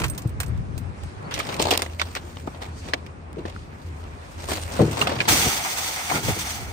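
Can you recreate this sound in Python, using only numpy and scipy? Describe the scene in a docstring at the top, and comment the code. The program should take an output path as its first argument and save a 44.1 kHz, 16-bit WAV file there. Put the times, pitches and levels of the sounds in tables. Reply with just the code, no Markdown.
"""Keys, paper bag and cart

In a car park beside a road, keys jingle in a camper door, which knocks and pulls open over its seal.
A paper grocery bag crackles as it is lifted and thumps onto a wooden shelf; a wire cart crashes into others.
Ringing tones make keys, knocks and pops; shaped noise makes paper, rattling wires, traffic and wind.
The road drones throughout, wind buffets now and then, and a bird gives one faint gliding whistle.
"""
import sys
import numpy as np
from scipy import signal
from scipy.fft import rfft, irfft, next_fast_len
from scipy.io import wavfile
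from scipy.ndimage import uniform_filter1d, map_coordinates

SR = 44100
rng = np.random.default_rng(int(sys.argv[2]) if len(sys.argv) > 2 else 0)


def transcribe(signal):
    """Save signal, clipped to [-1, 1], as a 16-bit WAV file at the path in sys.argv[1]."""
    frames = np.atleast_2d(signal).T
    limited = np.clip(frames, -1, 1)
    pcm = np.round(limited * 32767).astype(np.int16)
    wavfile.write(sys.argv[1], SR, pcm)


def makeup_ratio(level_db):
    """Linear amplitude ratio for a level in decibels (20 dB per factor of ten)."""
    decades = np.asarray(level_db, float) / 20
    return 10 ** decades


N = 296352

# Levels are starting points: the functions add their own offsets.
# colour of the traffic noise: f/Hz, level/dB
ROAD_COLOUR = [(56, -47), (95, -7.5), (201, -14.5), (417, -13), (641, -12), (1070, -15.5), (1870, -22),
               (2500, -22.5), (3000, -28.5), (5240, -35), (7400, -40), (8590, -37.5), (16000, -46)]
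# engine drone resonances, each passed twice: f/Hz, width of one pass/Hz, level/dB
ENGINE_TONES = [(82.3, 11.5, -10.5), (149.3, 3.7, -17)]
# how alike left and right are in far sound: f/Hz, likeness from -1 to 1
LIKENESS = [(60, 1), (130, 0.74), (290, 0.13), (640, -0.5), (1410, -0.32), (3100, -0.11), (6820, 0.27),
            (15000, -0.99)]
# traffic over time: t/s, roar level/dB, brightness/dB, engine drone level/dB
TRAFFIC_LEVELS = [(0, -37.5, 1, -46), (.5, -41, 0, -41), (.75, -42.5, 0.5, -55), (1.0, -40.5, 1, -44),
                  (1.3, -39, 0.5, -86), (1.62, -34, 2, -36.5), (2.0, -44.5, -1.5, -40),
                  (2.9, -42.5, 3, -39), (3.0, -40.5, -1.5, -41), (3.35, -42, -1, -39),
                  (4.3, -45.5, 4.5, -37.5), (5.2, -32.5, 3.5, -41.5), (5.5, -51, 15.5, -46),
                  (6.1, -50.5, 12, -51), (6.44, -49, -3, -37.5), (6.72, -45, 0, -51)]
# wind puffs: t/s, level/dB, rise over 20 dB/s, fall over 20 dB/s
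WIND_PUFFS = [(0, -19, .05, 0.16), (.252, -34, 0.24, 1), (.518, -25, 0.2, 0.46), (.82, -32.5, 0.18, 0.05),
              (1.06, -32, 0.19, 0.031), (1.18, -47, 0.14, 0.12), (1.35, -34.5, 0.077, 0.3),
              (4.55, -35.5, 0.31, 0.5), (6.29, -25.5, 0.082, 0.065), (6.62, -30.5, 0.15, 0.31)]
# key contacts: t/s, level/dB, lock-plate level/dB, ring level/dB, left-right/dB
KEY_CONTACTS = [(0.0014, -23.5, 0, -16, 0), (0.018, -26.5, 5.5, -19, -1), (0.037, -25.5, 5, -24, -1),
                (0.0415, -19, 3, -19, 0), (0.047, -34, 5, -16, -3), (0.063, -33, -8, -10, -10),
                (0.0825, -30, -24, 2, -2.0), (0.1, -31.5, -24, 5.5, -2), (.136, -40, -10, -15, 0),
                (0.149, -34, -10, -10, -3), (0.1791, -22, -12, -9, 0), (0.2206, -32.5, -20, -3, 1),
                (0.2755, -43.5, -27, 2, -8), (0.294, -41, -15, -2, 1), (0.403, -19, -2.5, -10, -3),
                (0.432, -30, -1.5, -16.5, -10.5), (0.463, -34, -10, -14, -4), (0.4813, -43, -11, -1, 1),
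                (0.576, -45.5, -3, -15, -9), (0.779, -30, -7.5, -4, -2.5), (1.035, -37, 1, -15, 2),
                (1.227, -46, -20, -15, -5)]
# ringing of the keys: f/Hz, level/dB, fall over 60 dB before a random scaling/s
KEY_TONES = [(6470, -5, 0.017), (8540, -4.5, 0.076), (10710, -13, 0.16), (11800, -15, .2),
             (12100, -4, 0.17), (14580, 4, 0.075)]
# blows on door and shelf and from the carts: t/s, level/dB, brightness/dB per octave, damping factor
BLOW_HITS = [(.004, -29.5, 7, 0.88), (0.253, -1.5, -6.5, 4.3), (3.37, -32.5, 7.5, 4),
             (3.382, -27.5, 6, 1.4), (4.794, -14, 9, 1.4), (4.802, 3, 1.3, 2.7), (4.826, -7, -1, 0.75),
             (4.877, -6.5, 1, 4.2), (6.245, -17, -15, 3.2), (6.264, -39, -2, 1.7), (6.286, -24, 13, 4.3),
             (6.319, -22, -15, 3.3), (6.409, -23, -5, 3.6)]
# ringing of the panel: f/Hz, level/dB, fall over 60 dB at damping factor 1/s
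PANEL_TONES = [(78.7, -10, 0.25), (111.1, 0.5, 0.5), (150.6, 2.5, 0.26), (207, 3.5, 0.085), (268, -6, 0.16),
               (323, 3, 0.2), (443.5, -13, 0.24), (474.6, 0, 0.15), (634, -7.5, 0.056), (760, -28, 0.08)]
# bird whistles: t/s, length/s, top f/Hz, level/dB
WHISTLES = [(1.242, 0.041, 4520, -54.5)]
# snaps of seal and stiff paper: t/s, level/dB, boom level/dB, sizzle level/dB, basic fall over 60 dB/s
CREASE_SNAPS = [(1.3113, -30, -6, -1, 0.045), (1.3407, -27.5, -15, 2.5, 0.12), (1.39, -31, 3, 3, 0.12),
                (1.4, -26, -25, -18, 0.08), (1.4515, -34, -12, 2, .03), (1.4693, -32, -17, 3, 0.034),
                (1.43, -35, -3, -8, 0.043), (1.4903, -27, 6, -12, 0.07), (1.523, -36, 0.5, -8, 0.054),
                (1.542, -29.5, -3, 0, .05), (1.566, -29, -9, 3, 0.034), (1.589, -36.5, 11, -14, .05),
                (1.5962, -14, 0, -7, 0.031), (1.6, -25, 19.5, -15, 0.027), (1.6178, -16.5, -2, 1, 0.043),
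                (1.625, -11, -1, 1, 0.028), (1.641, -22, -5, -12, 0.031), (1.654, -23, 7.5, -9, 0.093),
                (1.6703, -28.5, 6.5, -5, 0.093), (1.685, -27, 8, -5, 0.068), (1.708, -15, -3, -0.5, 0.079),
                (1.7123, -15, 0, -4, 0.025), (1.723, -19.5, 8, -20, 0.065), (1.736, -18, -6, -7, 0.05),
                (1.745, -33, 14, -7, 0.049), (1.7525, -20, -4, -6, 0.022), (1.7764, -11, 2, 13, 0.012),
                (1.793, -27.5, 8, -1, 0.044), (1.821, -20.5, 2.5, 5, 0.057),
                (1.9972, -20.5, -6, -13, 0.063), (2.016, -16, -2.5, -10, 0.042),
                (2.152, -22.5, -17, 1, 0.029), (2.166, -28.5, 5, -21, 0.055), (2.37, -35.5, 5, -9, 0.023),
                (2.4753, -36.5, 17.5, -16, 0.038), (2.547, -42, 12, -16, 0.082), (2.618, -43, 12, -1, 0.11),
                (2.9368, -16, 2, -11, 0.035), (3.065, -35, -12, -1, 0.03), (3.454, -38.5, 18, -29, 0.032),
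                (3.486, -44, -15, -15, 0.024), (3.498, -33, -5, -4, 0.037), (3.33, -50, 1, 11, .02),
                (3.5626, -48, 2, -19, .02), (1.8634, -30, -6, -13, 0.023), (4.385, -42.5, 0, -12, 0.031),
                (4.52, -29.5, 13, -20, 0.029), (4.579, -28.5, 4, -30, 0.036), (4.713, -37, 6, -16, 0.057),
                (4.781, -34, 3, -30, 0.053), (4.93, -35.5, 3.5, -15, 0.18), (4.971, -32, 7.5, -12, 0.2),
                (5.017, -23, -5, -26, 0.036), (5.0718, -17, 1.5, -6, 0.048), (5.0945, -28, 4, -1, 0.076),
                (5.117, -36, 16, -8, 0.048), (5.155, -38, 6, -15, 0.08), (5.164, -29, 0, -18, 0.054),
                (5.188, -28, -3, -23, 0.073), (5.2041, -19, -6, -24, 0.051), (5.213, -25, 4, -22, .06),
                (5.254, -31, 3, -24, 0.25)]
# hand strokes on seal and paper: t/s, level/dB, rise over 20 dB/s, fall over 20 dB/s, extra sizzle/dB
HAND_STROKES = [(1.316, -34.5, 0.0058, 0.21, -4), (1.44, -55, 0.07, .1, 10), (1.53, -33.5, 0.097, 0.039, 2),
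                (1.6, -31, 0.011, 0.29, 2), (1.713, -22, 0.0055, 0.027, 6.5), (1.76, -45, 0.066, 0.15, -5),
                (1.995, -44.5, 0.0059, 0.25, 0.5), (2.163, -27.5, 0.0095, 0.026, -3),
                (2.43, -51.5, 0.83, 0.3, 4), (2.622, -31, 0.0075, 0.042, -2), (2.89, -42, 0.086, 0.095, -6),
                (3.388, -46, 0.065, 0.026, -7), (3.46, -45, .03, 0.27, -8), (3.82, -53.5, 0.13, 0.17, 4),
                (4.02, -56.5, 0.11, 0.87, -1), (4.391, -43, 0.0067, 0.21, -4),
                (4.529, -34.5, 0.11, 0.13, 9.5), (4.81, -33.5, 0.22, 0.17, 5.5),
                (5.026, -24, 0.083, 0.029, 8.5), (5.12, -32, 0.14, 0.06, -17),
                (5.21, -39.5, 0.11, 0.068, 8)]
# short pitched pops of door, paper, bag contents and cart:
# t/s, level/dB, f/Hz, fall over 60 dB (at least 0.005)/s, left-right/dB
PITCHED_POPS = [(1.3412, -12, 5750, 0.011, 6), (1.401, -13, 2300, 0.024, -1),
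                (1.404, -15.5, 1234, 0.03, -9), (2.478, -17.5, 270, 0.02, 6), (2.877, -35, 1900, .03, 0),
                (2.889, -33, 1990, .03, 0), (3.371, -20, 430, 0.037, 2), (3.384, -23.5, 368, .09, -10),
                (3.477, -31, 1850, .015, 0), (3.454, -25, 1800, .02, -3), (3.46, -21.5, 307, 0.024, 3),
                (4.804, -9.5, 185, 0.053, 14), (1.8637, -22, 2060, 0.01, -12),
                (1.8996, -33, 2770, 0.025, -1), (2.9362, 3, 1900, 0.0049, 4), (2.9362, -17, 1200, .015, 18),
                (2.9364, -15, 2560, 0.0075, -10), (2.943, -16, 2300, 0.021, 8),
                (2.9365, -19, 706, 0.098, -2.5), (2.9362, -11, 4270, 0.01, -12),
                (3.564, -18, 1340, 0.011, 0), (4.488, -24, 1090, 0.028, 16), (4.793, -6, 570, 0.044, -9),
                (4.799, -23.5, 1100, 0.036, 22), (4.812, -14, 760, 0.061, 7),
                (5.016, -3, 2770, 0.024, -6.5), (5.024, -8, 1200, 0.026, -3),
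                (5.071, -14.5, 1250, 0.053, -4), (5.204, -18, 1690, 0.064, 5.5),
                (5.2045, -7, 2410, 0.033, 2), (6.115, -8, 720, 0.019, 3), (6.121, -10, 1020, .03, 6.5),
                (6.14, -23.5, 1415, 0.27, 0)]
# resonances of a sliding bag wall: f/Hz, width (tripled in use)/Hz, level/dB
BAG_WALL = [(1900, 290, -3), (2270, 40, -11), (4400, 59, 3), (4600, 86, 7), (5880, 980, -1),
            (7200, 120, -34)]
# bag slides: t/s, level/dB, rise over 20 dB/s, fall over 20 dB/s
BAG_SLIDES = [(2.79, -45.5, 0.056, 0.086), (2.885, -47.5, 0.094, 0.069), (2.3, -54.5, 0.23, .2)]
# cart motion: t/s, shaking level/dB, wheel bumping level/dB
CART_MOTION = [(5.275, -33, -32), (5.287, -11, -22), (5.34, -12.5, -27), (5.48, -17, -33),
               (5.62, -24, -48.5), (5.88, -24, -50), (6.08, -29.5, -54), (6.12, -24.5, -28),
               (6.17, -24, -27.5), (6.21, -29.5, -38), (6.26, -23.5, -32.5), (6.37, -27, -36),
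               (6.5, -27, -47), (6.72, -40, -38.5)]
# cart hits: t/s, level/dB, frame level/dB
CART_HITS = [(5.281, -8, 14), (5.65, -8, 4), (5.7847, -9, -2), (5.9617, -17, 10), (6.1, -14, 14),
             (6.117, -20, 8), (6.14, -16, 2), (6.154, -15, 2), (6.231, -10.5, -12), (6.281, -17, 12),
             (6.39, -7.5, -15)]
# colour of the chattering wires: f/Hz, level/dB
WIRE_COLOUR = [(900, 6), (1500, 9), (3000, 9.5), (6000, 6.5), (10000, 9.5), (15000, 12.5)]
# basket resonances: f/Hz, width/Hz, level/dB
BASKET_TONES = [(2156, 295, 10), (3440, 316, 13), (4540, 590, 13), (6130, 630, 17.5)]
# cart frame resonances: f/Hz, width/Hz, level/dB
FRAME_TONES = [(720, 127, 2), (884, 190, 0.5), (1277, 180, -2), (2190, 400, -3)]
# gap near 11 kHz, cut from the mix before the keys are added: f/Hz, gain/dB
TREBLE_GAP = [(10300, 0), (10600, -45), (11900, -45), (12300, 0)]
# gain of the left-right difference: f/Hz, gain/dB
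STEREO_WIDTH = [(60, -3.5), (300, -5.5), (1000, -0.5), (4000, 0), (8500, 1.5), (13000, -2)]
# overall tone of both channels: f/Hz, gain/dB
PICKUP_TONE = [(25, -20), (50, 1), (7000, -1), (8600, 0.5), (10300, -6), (15500, -8), (16200, -41),
               (17000, -71)]
# colour difference of the channels: f/Hz, left-right/dB
CHANNEL_LEAN = [(60, 1.0), (150, 0), (380, 3.5), (950, 2.5), (2380, -3), (5980, 0.5), (15000, -3)]


def unit(x):
    """Scales x to an rms (average strength) of 1."""
    return x / np.sqrt(np.mean(x ** 2) + 1e-20)


def along(points, hz):
    """Reads a curve of (frequency, value) points on a log frequency axis."""
    f, v = np.transpose(points)
    return np.interp(np.log(hz + 1), np.log(f + 1), v)


def curves(rows):
    """Gives one value per sample for each column, and -120 dB outside the rows."""
    s, *cols = np.transpose(rows)
    return [np.interp(np.arange(N) / SR, s, c, left=-120, right=-120) for c in cols]


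def wobble(rate):
    """A smooth random curve with rate knots a second."""
    knots = rng.standard_normal(int(N * rate / SR) + 4)
    return map_coordinates(knots, [np.arange(N) * rate / SR])


def filtered(x, response):
    """Multiplies the spectrum of x by a response, which may be complex."""
    m = next_fast_len(N + 8192)
    return irfft(rfft(x, m) * response(np.fft.rfftfreq(m, 1 / SR)), m)[..., :N]


def resonant(modes):
    """Causal response of (frequency, width, level) resonances with alternating signs."""
    def response(f):
        return sum((-1) ** k * makeup_ratio(db) * 1j * f * w / (c * c - f * f + 1j * f * w)
                   for k, (c, w, db) in enumerate(modes))
    return response


def band(x, lo_hz, hi_hz):
    """Causal band-pass with a gain that makes up for the noise power cut away."""
    sos = signal.butter(2, [lo_hz, min(hi_hz, SR / 2.1)], "band", fs=SR, output="sos")
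    return signal.sosfilt(sos, x) * np.sqrt(SR / 2 / (hi_hz - lo_hz))


def diffuse(response):
    """Stereo noise of rms 1 arriving from all round, with a likeness that varies with frequency."""
    def mid_side(hz):
        turn = np.arccos(np.clip(along(LIKENESS, hz), -1, 1)) / 2
        return response(hz) * np.array([np.cos(turn), np.sin(turn)])
    mid, side = filtered(rng.standard_normal((2, N)), mid_side)
    return unit(np.array([mid + side, mid - side]))


def grit(spiky_db, rate, apart_db):
    """Clumpy stereo noise: tiny contacts of uneven size, partly heard on one side only."""
    shared, left, right = rng.standard_normal((3, N))
    pair = shared + makeup_ratio(apart_db) * np.array([left, right])
    return unit(pair * makeup_ratio(spiky_db * wobble(rate)))


def near(x, lead_ms):
    """A near source reaches the left first; the lead shrinks for the shortest waves."""
    def lag(hz):
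        turns = hz / (1 + (hz / 9000) ** 4) * lead_ms / 2000
        return np.exp(2j * np.pi * turns * np.array([[1], [-1]]))
    return filtered(x, lag)


def add(track, s, sound):
    """Lays a sound into a track at a time in seconds."""
    part = track[..., max(round(s * SR), 0):][..., :sound.shape[-1]]
    part += sound[..., :part.shape[-1]]


def sides(pan_db):
    """Left and right gains for a left-right level difference."""
    return makeup_ratio([[pan_db / 2], [-pan_db / 2]])


def swells(rows):
    """Envelopes that rise and fall evenly in dB, one a row, on a millisecond grid."""
    t = np.arange(0, N / SR + .001, .001)
    return np.array([makeup_ratio(db - 20 * np.maximum((s - t) / rise, (t - s) / fall))
                     for s, db, rise, fall, *_ in rows])


def smooth(env):
    """Brings a millisecond envelope to the sample rate."""
    return np.interp(np.arange(N) / SR, np.arange(len(env)) / 1000, env)


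def patchy(x, depth_db):
    """Makes the colour uneven with random gains over patches of about 1 kHz by 40 ms."""
    z = signal.stft(x, nperseg=256)[2]
    field = uniform_filter1d(rng.standard_normal(z.shape[1:]), size=5, axis=0)
    field = uniform_filter1d(field, size=14, axis=1)
    return unit(signal.istft(z * makeup_ratio(depth_db * unit(field)), nperseg=256)[1][:, :N])


def road():
    """Traffic roar, tyre hiss, air, rumble and engine drone are filtered noise that wavers in level."""
    roar_db, bright_db, drone_db = curves(TRAFFIC_LEVELS)
    layers = [(roar_db, 95, 400),  # level/dB, lower edge/Hz, upper edge/Hz
              (roar_db - 4 + bright_db, 400, 3000),  # tyres
              (roar_db - 17 + 1.85 * bright_db, 3000, 16500)]  # air follows brightness faster
    far = np.zeros((2, N))
    for db, lo, hi in layers:
        def colour(hz):
            return makeup_ratio(along(ROAD_COLOUR, hz)) / (1 + (lo / (hz + 1)) ** 4) / (1 + (hz / hi) ** 4)
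        far += makeup_ratio(db + 1.7 * wobble(8.6)) * patchy(diffuse(colour), depth_db=1.5)
    rumble = makeup_ratio(drone_db - 6.5) * diffuse(lambda hz: resonant([(55, 45, 0)])(hz) ** 2)
    drone = makeup_ratio(drone_db + 0.43 * wobble(5.16)) * diffuse(lambda hz: resonant(ENGINE_TONES)(hz) ** 2)
    return far + rumble + drone


def wind():
    """Puffs of wind are lumpy low noise that buffets each side on its own."""
    lumps = makeup_ratio(4 * np.array([wobble(12), wobble(12)]))
    buffet = filtered(rng.standard_normal((2, N)), lambda hz: resonant([(75, 110, 0)])(hz) ** 3)
    return smooth(swells(WIND_PUFFS).sum(0)) * sides(1.7) * unit(lumps * buffet)


def keys():
    """Each contact rings the keys at new strengths and ticks on the lock plate."""
    out, t = np.zeros((2, N)), np.arange(SR // 6) / SR
    for s, db, plate_db, ring_db, pan_db in KEY_CONTACTS:
        ring = np.zeros(len(t))
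        for hz, level, t60 in KEY_TONES:
            fade = makeup_ratio(level + rng.normal(-2, 4) - 60 * t / (t60 * rng.uniform(.5, 1.2)))
            drift = np.cumsum(rng.normal(0, .03, len(t)))  # the pitch wanders slightly
            ring += fade * np.sin(2 * np.pi * hz * t + drift)
        shared, own = rng.standard_normal((2, 1, len(t))), rng.standard_normal((2, 2, len(t)))
        tail_s = 0.051 + 0.0016 * (db + 35)  # harder contacts last longer
        fade = (makeup_ratio(-60 * t / tail_s) + makeup_ratio(1.5 - 60 * t / 0.0092)) * (1 - np.exp(-t / 0.00083))
        tick = fade * (shared + makeup_ratio(-1) * own)
        sound = makeup_ratio(ring_db) * ring + makeup_ratio(-6) * band(tick[0], 2200, 25000)
        sound = sound + makeup_ratio(plate_db - 6.5) * band(tick[1], 530, 2670)
        add(out, s - .001, makeup_ratio(db) * sides(pan_db) * sound)
    return near(out, lead_ms=0.16)


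def blows():
    """Each blow rings the panel's modes with a low puff; its own brightness weights the higher modes."""
    out, t = np.zeros((2, N)), np.arange(SR // 3) / SR
    for s, db, bright_db, damp in BLOW_HITS:
        ring = np.zeros(len(t))
        for k, (hz, level, t60) in enumerate(PANEL_TONES):
            fade = makeup_ratio(level + bright_db * np.log2(hz / 150) - 60 * t * damp / t60)
            ring += (-1) ** k * fade * np.sin(2 * np.pi * hz * t)
        puff_fade = makeup_ratio(2 * bright_db - 4.5 - 60 * t * damp / 0.33)
        puff = puff_fade * band(rng.standard_normal(len(t)), 140, 420)
        add(out, s - .002, makeup_ratio(db - 14) * (ring + puff) * (1 - np.exp(-t / 0.0013)))
    return out * sides(2.4)


def bird():
    """A faint, unsteady whistle glides up and down; its pitch is 15% lower at both ends."""
    out = np.zeros(N)
    for s, length, hz, db in WHISTLES:
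        u = np.linspace(-1, 1, round(length * SR))
        flutter_db = uniform_filter1d(rng.normal(0, 40, len(u)), size=90)
        tone = np.sin(2 * np.pi * np.cumsum(hz * (1 - 0.15 * u ** 2)) / SR)
        add(out, s, makeup_ratio(db + flutter_db) * (1 - u ** 4) * tone)
    return out


def papery(body, boom, sizzle, contact, edge_hz=1200):
    """Three envelopes sound a sheet's middle, hollow boom and sizzle from one gritty contact."""
    def above(hz, cut_hz):
        return 1 / (1 + (cut_hz / (hz + 1)) ** 6)

    def parts(hz):
        middle = above(hz, edge_hz) - above(hz, 4600)
        hollow = makeup_ratio(6) * (above(hz, 225) - above(hz, 1100))
        return np.array([middle, hollow, makeup_ratio(-6) * above(hz, 4600)])[:, None]
    return makeup_ratio(8) * filtered(np.array([body * contact, boom * contact, sizzle * contact]), parts).sum(0)


def snaps():
    """A crease lets go with a sharp crack, then rattles out; the treble dies first."""
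    env, t = np.zeros((3, 2, N)), np.arange(SR // 6) / SR
    for s, db, boom_db, sizzle_db, t60 in CREASE_SNAPS:
        levels = db + np.array([[0], [boom_db - 5], [sizzle_db - 3.5]])
        fall_db = -60 * t / t60 * np.array([[1], [.7], [1.3]])
        decay = makeup_ratio(levels) * (makeup_ratio(fall_db) + makeup_ratio(1.5 + 6 * fall_db)) * (1 - np.exp(-t / .0008))
        add(env, s - .001, decay[:, None] * sides(rng.normal(0.12, 2.7)))
    contact = patchy(grit(spiky_db=2, rate=500, apart_db=4.5), depth_db=2.5)
    # between these times (s) the door breaks free and its snaps crack higher
    door = np.digitize(np.arange(N) / SR, (1.58, 1.81)) == 1
    return near(papery(*env, contact * door, edge_hz=2300) + papery(*env, contact * ~door), lead_ms=0.426)


def rubs():
    """Sheets slide and crinkle under the hand; boom and sizzle follow each stroke at their own rates."""
    effort = swells(HAND_STROKES) / makeup_ratio(-40)  # 1 at a stroke of -40 dB
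    extra = makeup_ratio(np.array(HAND_STROKES)[:, -1:])
    sizzle = makeup_ratio(-45.5) * (extra * effort ** 0.75).sum(0)
    effort = effort.sum(0)
    env = np.array([smooth(e) for e in (makeup_ratio(-40) * effort, makeup_ratio(-37.5) * effort ** 0.89, sizzle)])
    # small random creases ride on the strokes
    crinkles_per_s, crinkle_t60_s = 220, .009
    chance, size = rng.random(N), rng.exponential(size=N)
    kicks = (chance < crinkles_per_s / SR) * makeup_ratio(-6 + 3.5 * np.minimum(size, 3))
    crinkle = signal.lfilter([1], [1, -makeup_ratio(-60 / (crinkle_t60_s * SR))], kicks)
    env = env * (makeup_ratio(2.5 * wobble(40) - 3) + crinkle * np.array([[1], [.3], [.45]]))
    contact = patchy(grit(spiky_db=-2, rate=230, apart_db=4), depth_db=2)
    return near(papery(*env, contact), lead_ms=0.424)


def pops():
    """Door, paper, bag contents and cart give short pops; each rings briefly at one pitch."""
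    out, t = np.zeros((2, N)), np.arange(SR // 10) / SR
    for s, db, hz, t60, pan_db in PITCHED_POPS:
        fade = makeup_ratio(db - 3 - 60 * t / max(t60, .005)) * (1 - np.exp(-t / 0.00032))
        add(out, s - .001, fade * np.sin(2 * np.pi * hz * t) * sides(pan_db))
    return near(out, lead_ms=0.568)


def slides():
    """The bag drags smoothly along an edge: a hiss through the wall's resonances."""
    wall = resonant(np.array(BAG_WALL) * [1, 3, 1])
    hiss = filtered(grit(spiky_db=2, rate=140, apart_db=5), wall)
    return smooth(swells(BAG_SLIDES).sum(0)) * unit(hiss)


def pings(count, cycles):
    """Single wires struck at random ring briefly near the basket's resonances, each from its own side."""
    when, which, detune, size, pan = rng.random((count, 5)).T
    hz, width, db = np.array(BASKET_TONES)[(which * len(BASKET_TONES)).astype(int)].T
    hz = (hz + 1.54 * width * (detune - .5))[:, None]
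    t = np.arange(SR // 30) / SR
    fade = makeup_ratio((db + 12 * size)[:, None] - 60 * t * hz / cycles) * (1 - np.exp(-t / .001))
    ring = fade * np.sin(2 * np.pi * hz * t)
    first = CART_MOTION[0][0] * SR
    start = (first + when * (N - first)).astype(int)
    at = (start[:, None] + np.arange(len(t))).ravel()
    pair = np.array([np.bincount(at, (ring * share[:, None]).ravel(), N)[:N]
                     for share in (np.sqrt(pan), np.sqrt(1 - pan))])
    return pair / np.std(pair[:, start.min():])


def cart():
    """Loose wires chatter into the basket's resonances; jolts shake the frame and wheels bump below."""
    rattle, wheels = makeup_ratio(curves(CART_MOTION))
    # the frame rings at -28.5 dB for a shaking of -16 dB and gains 0.65 dB per dB of shaking
    frame = makeup_ratio(-28.5) * (rattle / makeup_ratio(-16)) ** 0.65 * (rattle > 1e-5)
    t = np.arange(SR // 10) / SR
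    for s, db, frame_db in CART_HITS:
        add(rattle, s - .001, makeup_ratio(db - 19 - 60 * t / 0.064))
        add(frame, s - .001, makeup_ratio(db + frame_db - 25.5 - 60 * t / 0.22))

    def wires(hz):
        basket = np.abs(makeup_ratio(-12.5) * resonant(BASKET_TONES)(hz))
        return makeup_ratio(along(WIRE_COLOUR, hz)) * np.sqrt(1 + basket ** 2)
    dense = unit(filtered(grit(spiky_db=1, rate=590, apart_db=11), wires))
    chatter = rattle * makeup_ratio(1.6 * wobble(45)) * (dense + makeup_ratio(-13) * pings(count=800, cycles=360))
    shaken = unit(filtered(grit(spiky_db=-0.6, rate=25, apart_db=1.5), resonant(FRAME_TONES)))
    ring = frame * makeup_ratio(2.1 * wobble(30)) * shaken
    thud = wheels * band(grit(spiky_db=3.5, rate=40, apart_db=-6), 57, 405)
    return near(chatter + ring + thud, lead_ms=0.2)


def scene():
    """All sources together; a gap near 11 kHz is cut from the mix, then the keys are added without it."""
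    rest = road() + wind() + blows() + bird() + snaps() + rubs() + pops() + slides() + cart()
    return keys() + filtered(rest, lambda hz: makeup_ratio(along(TREBLE_GAP, hz)))


def top_cut(x):
    """Nothing passes above the cut-off."""
    return signal.sosfilt(signal.butter(12, 16970, fs=SR, output="sos"), x)


def record(dry):
    """Sets stereo width and tone, rolls off the deepest bass and top treble, and clips peaks softly."""
    side = filtered((dry[0] - dry[1]) / 2, lambda hz: makeup_ratio(along(STEREO_WIDTH, hz)))
    pair = dry.mean(0) + side * np.array([[1], [-1]])
    halves = np.array([[.5], [-.5]])  # each channel takes half the colour difference
    pair = filtered(pair, lambda hz: makeup_ratio(along(PICKUP_TONE, hz) + along(CHANNEL_LEAN, hz) * halves))
    ceiling = .9
    pair = pair / (1 + np.abs(pair / ceiling) ** 4) ** .25
    return top_cut(pair)


dry = scene()
out = record(dry)
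transcribe(out)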